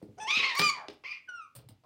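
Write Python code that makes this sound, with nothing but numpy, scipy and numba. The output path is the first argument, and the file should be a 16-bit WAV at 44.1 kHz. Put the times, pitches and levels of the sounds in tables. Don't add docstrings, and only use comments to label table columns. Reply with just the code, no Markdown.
import sys
import numpy as np
from scipy import signal
from scipy.fft import rfft, irfft
from scipy.io import wavfile
from scipy.ndimage import uniform_filter1d
from numba import njit

SR = 44100
rng = np.random.default_rng(int(sys.argv[2]) if len(sys.argv) > 2 else 0)


def master_out(mix):
    frames = np.transpose(np.atleast_2d(mix))
    ceiling = np.clip(frames, -1, 1)
    pcm = np.round(ceiling * 32767).astype(np.int16)
    wavfile.write(sys.argv[1], SR, pcm)


def volts_from_decibels(level):
    exponent = np.asarray(level, float) / 20
    return 10 ** exponent


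N = 81585
T = np.arange(N) / SR

# pitch_hz, level_db
FLOOR_COLOUR = [(40, -15), (100, -5.5), (280, -11.5), (700, -20.5), (1700, -26), (2400, -23),
                (11000, -36.5), (15500, -39)]
# start_s, level_db, contact_s, loudest_pitch_hz, spread_octaves
PAW_THUDS = [(0.015, -41, 0.0038, 467, 0.24), (0.026, -36, 0.008, 328, 0.53),
             (0.044, -53, 0.0092, 450, 0.2), (0.06, -43, 0.055, 195, 0.35),
             (0.083, -40.5, 0.023, 113, 0.41), (0.084, -49.5, 0.0051, 460, 0.27),
             (0.152, -43.5, 0.032, 91, 0.64), (.172, -51.5, .02, 420, .3), (.22, -43, .05, 199, 0.18),
             (.3, -66, .02, 259, .3), (0.368, -32, 0.0051, 216.4, 0.83), (0.388, -44.5, 0.035, 460, 0.25),
             (0.593, -30.5, 0.027, 233, 0.8), (0.885, -43, 0.012, 411, 0.68),
             (.905, -52.5, 0.049, 85.5, 0.66), (1.038, -54, 0.016, 520, 0.16),
             (1.549, -43, 0.008, 550, 0.13), (1.556, -35.5, 0.032, 130, .3),
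             (1.587, -57.5, 0.031, 420, 0.72), (1.598, -47, 0.013, 130, .3),
             (1.635, -43.5, 0.042, 125, 0.47), (1.693, -50.5, 0.017, 257, 0.46),
             (1.705, -56.5, 0.018, 640, .4), (1.711, -49, 0.029, 127, .6), (1.836, -50.5, 0.017, 896, 0.73)]
# pitch_hz, level_db, t60_s
TRAY_MODES = [(69.6, -4.5, 0.8), (104.2, -20, 0.2), (130, -3.5, 0.14), (219, 1, 0.043), (255, 6, 0.067),
              (320.6, 10.5, 0.035), (420, 6.5, 0.12), (496.4, 7.5, 0.1), (549, 2.5, .06), (640, 0, 0.24),
              (755, 0.5, 0.067), (1030, 5, .05)]
# start_s, wire_crack_level_db, dry_scrape_level_db, contact_s
WIRE_TOUCHES = [(0.024, -68.5, -68.5, 0.02), (0.551, -60, -47, 0.011), (.578, -55, -41, 0.0094),
                (0.588, -34, -40, 0.021), (0.594, -23.5, -40, 0.0089), (0.615, -27, -50, 0.0082),
                (0.8833, -36.5, -75, 0.0031), (0.898, -49, -72, 0.013), (0.93, -60, -70, 0.01),
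                (1.037, -58, -91, 0.004), (1.289, -67, -89, 0.0087), (1.551, -58, -45.5, 0.0092),
                (1.56, -59.5, -53.5, 0.022), (1.588, -63, -68.5, 0.012), (1.687, -58, -55, 0.015),
                (1.837, -74.5, -90, 0.0097)]
# pitch_hz, level_db
CRACK_COLOUR = [(150, -15.5), (400, 6), (1800, 1), (3500, 4), (5000, 5), (6800, -13.5), (9500, -19),
                (12000, -50.5)]
SCRAPE_COLOUR = [(2000, -23.5), (4500, -10.5), (6500, -17.5), (8800, 5.5), (11000, -12), (14800, -1.5),
                 (15800, -3)]

# time_s, pitch_hz, level_db, roughness_0_to_1, mouth_opening_0_to_1
CRY = [
    (.177, 740, -59.5, 0.24, 0.24),
    (.186, 718, -42.5, 0.37, 0),
    (.196, 736.7, -44.5, 0.27, 0.04),
    (.203, 860, -39, 0.13, 0.32),
    (.235, 869, -31, 0.07, 0.09),
    (.264, 888.5, -44.5, 0, 0.44),
    (.272, 959, -36, 0.5, 0.4),
    (.285, 1078, -28, 0.2, 0.64),
    (.298, 1151, -27, 0.2, 0.8),
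]
SCREAM = [
    (.294, 1162, -32.5, 0.27, 0.98),
    (.31, 1178, -22.5, 0.33, 0.98),
    (.335, 1225, -27, .35, 0.84),
    (.36, 1280, -23, 0.35, 1),
    (.385, 1266, -27, 0.7, 0.95),
    (.41, 1285, -30.5, 0.32, 1),
    (.445, 1282, -35, 1, 0.96),
]
RASP = [
    (.385, 1123, -36.5, .6, 1),
    (.4, 1111, -29, 0.57, 1),
    (.42, 1111, -33, 1, 0.92),
    (.448, 1097, -24.5, 0.58, 1),
    (.49, 1051, -30, 0.59, 1),
    (.52, 982, -32, 0.56, 0.88),
    (.555, 908, -40.5, 0.28, 0.7),
]
YIP = [
    (.548, 978.6, -34, 0.53, 0.87),
    (.578, 1138, -27, 0.16, 0.87),
    (.62, 1201, -26, 0.022, 0.91),
    (.64, 1215, -20, 0.013, 1),
    (.686, 1178, -24, 0.017, 0.99),
    (.7, 1124, -21, 0.16, 0.98),
    (.716, 1065, -51, 0.21, 0.99),
    (.78, 980, -41, 0.89, 0.24),
    (.86, 662, -51.5, 0.82, 0),
]
BARK = [
    (1.037, 1030, -44, 1, 0.46),
    (1.048, 1006, -45.5, 0.73, 0.89),
    (1.058, 1068, -36.5, 0.2, 0.88),
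    (1.074, 1149, -41, 0.93, 0.99),
    (1.09, 1175, -39.5, 0.39, 0.94),
    (1.122, 1226, -33.5, 0.22, 1),
    (1.129, 1043, -41.5, 0.67, 1),
    (1.145, 1039, -45, 0.64, 1),
    (1.19, 1138, -54.5, 1, 1),
]
WHISTLE = [
    (1.275, 1688, -59, 0.018, 0.3),
    (1.283, 1520, -46, 0.054, 0.36),
    (1.291, 1491, -36, 0.12, 0.87),
    (1.32, 1426, -43.5, 0.056, 0.4),
    (1.365, 1407, -42, 0.033, 0.83),
    (1.405, 1307, -42, 0.053, 0.55),
    (1.422, 1248, -44, 0.077, 0.84),
    (1.45, 1203, -57, 0.035, 0.99),
    (1.478, 1098, -58.5, 0.052, 0.19),
]
# pitch_hz, level_db
CLOSED_MOUTH = [(880, -1.5), (1750, -19), (3400, -24), (4200, -58.5), (5800, -11.5), (7200, -43),
                (8600, -24), (10000, -51)]
CLOSED_THROAT = [(400, -15), (900, 0), (1500, -8), (2500, -24), (5000, -58), (9000, -85)]
CRY_OPEN = [(700, -17), (1150, -10), (1650, -14), (2400, 3.5), (3100, -5.5), (4600, -10), (7000, -34.5),
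            (15000, -67)]
SCREAM_OPEN = [(700, -15.5), (1150, -13), (1650, -13.5), (2400, 3.5), (4300, -6), (6600, -21),
               (7400, -32.5), (13500, -47.5)]
YIP_OPEN = [(600, -14.5), (1200, -10), (2400, -8), (4800, -11), (6000, -16), (8400, -28.5), (11800, -48.5),
            (14500, -42)]
BARK_OPEN = [(500, -34), (1150, -9), (1700, -16), (2350, 12), (3700, -24), (4800, -2), (6800, -32.5),
             (8400, -37)]
WHISTLE_OPEN = [(1400, -3.5), (2800, -13.5), (4300, -27.5), (5000, -30), (5700, -5.5), (7000, -47),
                (8700, -18.5), (10000, -65)]

JITTER_RAD, JITTER_RATE, TREBLE_SHAKE_RAD = 0.6, 450, 0.009
WANDER, WANDER_RATE = 0.022, 80
FLICKER_DB, FLICKER_RATE, SHIMMER_DB = 3.6, 130, 1.5
BREATH_DB, HALF_OCT = -3, 0.12
LOWEST_HZ, TOP_HZ = 330, 15900
ROOM_T60_S, ROOM_DB, ROOM_DAMP = 0.36, -13.5, 0.35
FLOOR_DB = -74.5


def unit(x):
    return x / np.sqrt(np.mean(x ** 2))


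def colour(table, hz):
    table = np.array(table)
    return np.interp(np.log(np.maximum(hz, 1)), np.log(table[:, 0]), table[:, 1])


def noise(table):
    hz = np.arange(N // 2 + 1) * SR / N
    spectrum = rfft(rng.standard_normal(N)) * volts_from_decibels(colour(table, hz))
    return unit(irfft(spectrum, N))


def walk(rate):
    hold = max(int(SR / rate), 2)
    levels = rng.standard_normal(N // 2 + 1)[:N // hold + 1]
    steps = np.repeat(levels, hold)[:N]
    return unit(uniform_filter1d(uniform_filter1d(steps, hold), hold))


def room_floor():
    return volts_from_decibels(FLOOR_DB + 1.7 * walk(1.1)) * noise(FLOOR_COLOUR)


def contacts(start_s, length_s):
    age = T - start_s[:, None]
    return np.clip(age / 0.00069, 0, 1) * np.exp(-np.abs(age) / length_s[:, None])


def tray():
    start_s, level_db, length_s, spot_hz, spread_oct = np.array(PAW_THUDS).T
    push = contacts(start_s, length_s) * rng.standard_normal(N)
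    ringing = 0
    for hz, db, t60 in TRAY_MODES:
        pole = np.exp(2j * np.pi * hz / SR - np.log(1000) / (t60 * SR))
        octaves_off = np.log2(hz / spot_hz) / spread_oct
        share = volts_from_decibels(db + level_db - 11.9 * octaves_off ** 2)
        ringing = ringing + signal.lfilter([1], [1, -pole], share @ push).imag
    return volts_from_decibels(-32) * ringing


def rattle(column, table):
    rows = np.array(WIRE_TOUCHES)
    force = volts_from_decibels(rows[:, column]) @ contacts(rows[:, 0], rows[:, -1])
    return force * volts_from_decibels(2.2 * walk(600)) * noise(table)


def call(rows, closed, opened, odd_db, half_db, half_hz, leak):
    rows = np.array(rows)
    start, end = rows[0, 0], rows[-1, 0]
    on = (T > start) & (T < end)
    t = T[on]
    hz, db, rough, mouth = (np.interp(t, rows[:, 0], rows[:, c]) for c in range(1, 5))
    rough, mouth = np.clip(rough, 0, 1), np.clip(mouth, 0, 1)

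    hz = hz * (1 + WANDER * rough * walk(WANDER_RATE)[on])
    phase = 2 * np.pi * np.cumsum(hz) / SR
    shake = JITTER_RAD * rough * walk(JITTER_RATE)[on]
    treble_shake = TREBLE_SHAKE_RAD * walk(JITTER_RATE)[on]

    k = np.arange(1, 32)[:, None] / 2
    partial_hz = k * hz
    places = (np.flatnonzero(on) + (k * 9973).astype(int)) % N
    depth = np.sqrt(np.minimum(rough * k / 2 + 0.02 * k, 0.8))
    flicker = FLICKER_DB * depth * walk(FLICKER_RATE)[places]

    half = (half_db - 6 * (np.log2(partial_hz / half_hz) / HALF_OCT) ** 2) * (k % 1 > 0)
    odd = odd_db * mouth * (3 / k) ** 2 * ((k % 2 == 1) & (k > 2))
    throat = (1 - mouth) * colour(closed, partial_hz) + mouth * colour(opened, partial_hz)
    audible = (partial_hz < 1.15 * opened[-1][0]) & (partial_hz < TOP_HZ)
    gain = audible * volts_from_decibels(throat + half + odd)

    angle = k * phase + k ** 1.35 * shake + k * k * treble_shake + k * k
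    tone = np.sum(gain * volts_from_decibels(flicker) * np.cos(angle), axis=0) / np.sqrt(np.sum(gain ** 2, axis=0))
    tone = tone * volts_from_decibels(SHIMMER_DB * rough * walk(250)[on])

    breath = mouth * noise(opened)[on] + (1 - mouth) * noise(closed)[on]
    breath = breath * (1 + 0.24 * np.cos(phase))
    hiss = volts_from_decibels(BREATH_DB) * (rough * breath + leak * np.gradient(breath))

    gate = np.clip(np.minimum(t - start, end - t) / 0.0013, 0, 1)
    out = np.zeros(N)
    out[on] = gate * volts_from_decibels(db) * ((1 - 0.17 * rough) * tone + hiss)
    return out


def prairie_dog():
    voice = (call(CRY, CLOSED_MOUTH, CRY_OPEN, odd_db=6.0, half_db=-19.5, half_hz=426, leak=0.8)
             + call(SCREAM, CLOSED_MOUTH, SCREAM_OPEN, odd_db=0.0, half_db=-11.5, half_hz=4300, leak=0.4)
             + call(RASP, CLOSED_MOUTH, CRY_OPEN, odd_db=-9.5, half_db=-9.5, half_hz=2650, leak=0.84)
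             + call(YIP, CLOSED_THROAT, YIP_OPEN, odd_db=-19.5, half_db=-9.5, half_hz=3150, leak=0.29)
             + call(BARK, CLOSED_THROAT, BARK_OPEN, odd_db=-1.0, half_db=2, half_hz=2880, leak=0.087)
             + call(WHISTLE, CLOSED_THROAT, WHISTLE_OPEN, odd_db=-4.5, half_db=-12, half_hz=3430, leak=0.05))
    return signal.sosfilt(signal.butter(4, LOWEST_HZ, "high", fs=SR, output="sos"), voice)


@njit
def walls(x, lags, gain, damp):
    line, soft, out = np.zeros((8, 4096)), np.zeros(8), np.zeros(len(x))
    for i in range(len(x)):
        total = 0.
        for k in range(8):
            soft[k] += (1 - damp) * (gain[k] * line[k, (i - lags[k]) & 4095] - soft[k])
            total += soft[k]
            out[i] += soft[k] * (1 - 2 * (k % 2))
        for k in range(8):
            line[k, i & 4095] = x[i] + soft[k] - total / 4
    return out


def scene():
    near = tray() + rattle(column=1, table=CRACK_COLOUR) + prairie_dog()
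    lags = np.array([433, 611, 787, 967, 1153, 1381, 1607, 1877])
    decay = volts_from_decibels(-60 * lags / SR / ROOM_T60_S)
    room = walls(near + 1e-18, lags, decay, ROOM_DAMP)
    scrape = rattle(column=2, table=SCRAPE_COLOUR)
    return (near + volts_from_decibels(ROOM_DB) * room + scrape + room_floor())[None]


def low_pass(x):
    return signal.sosfilt(signal.butter(12, 16830, fs=SR, output="sos"), x)


def record(dry):
    x = signal.sosfilt(signal.butter(4, 72, "high", fs=SR, output="sos"), dry)
    x = signal.sosfilt(signal.ellip(8, 0.2, 60, TOP_HZ, fs=SR, output="sos"), x)
    return low_pass(x)


dry = scene()
out = record(dry)
master_out(out)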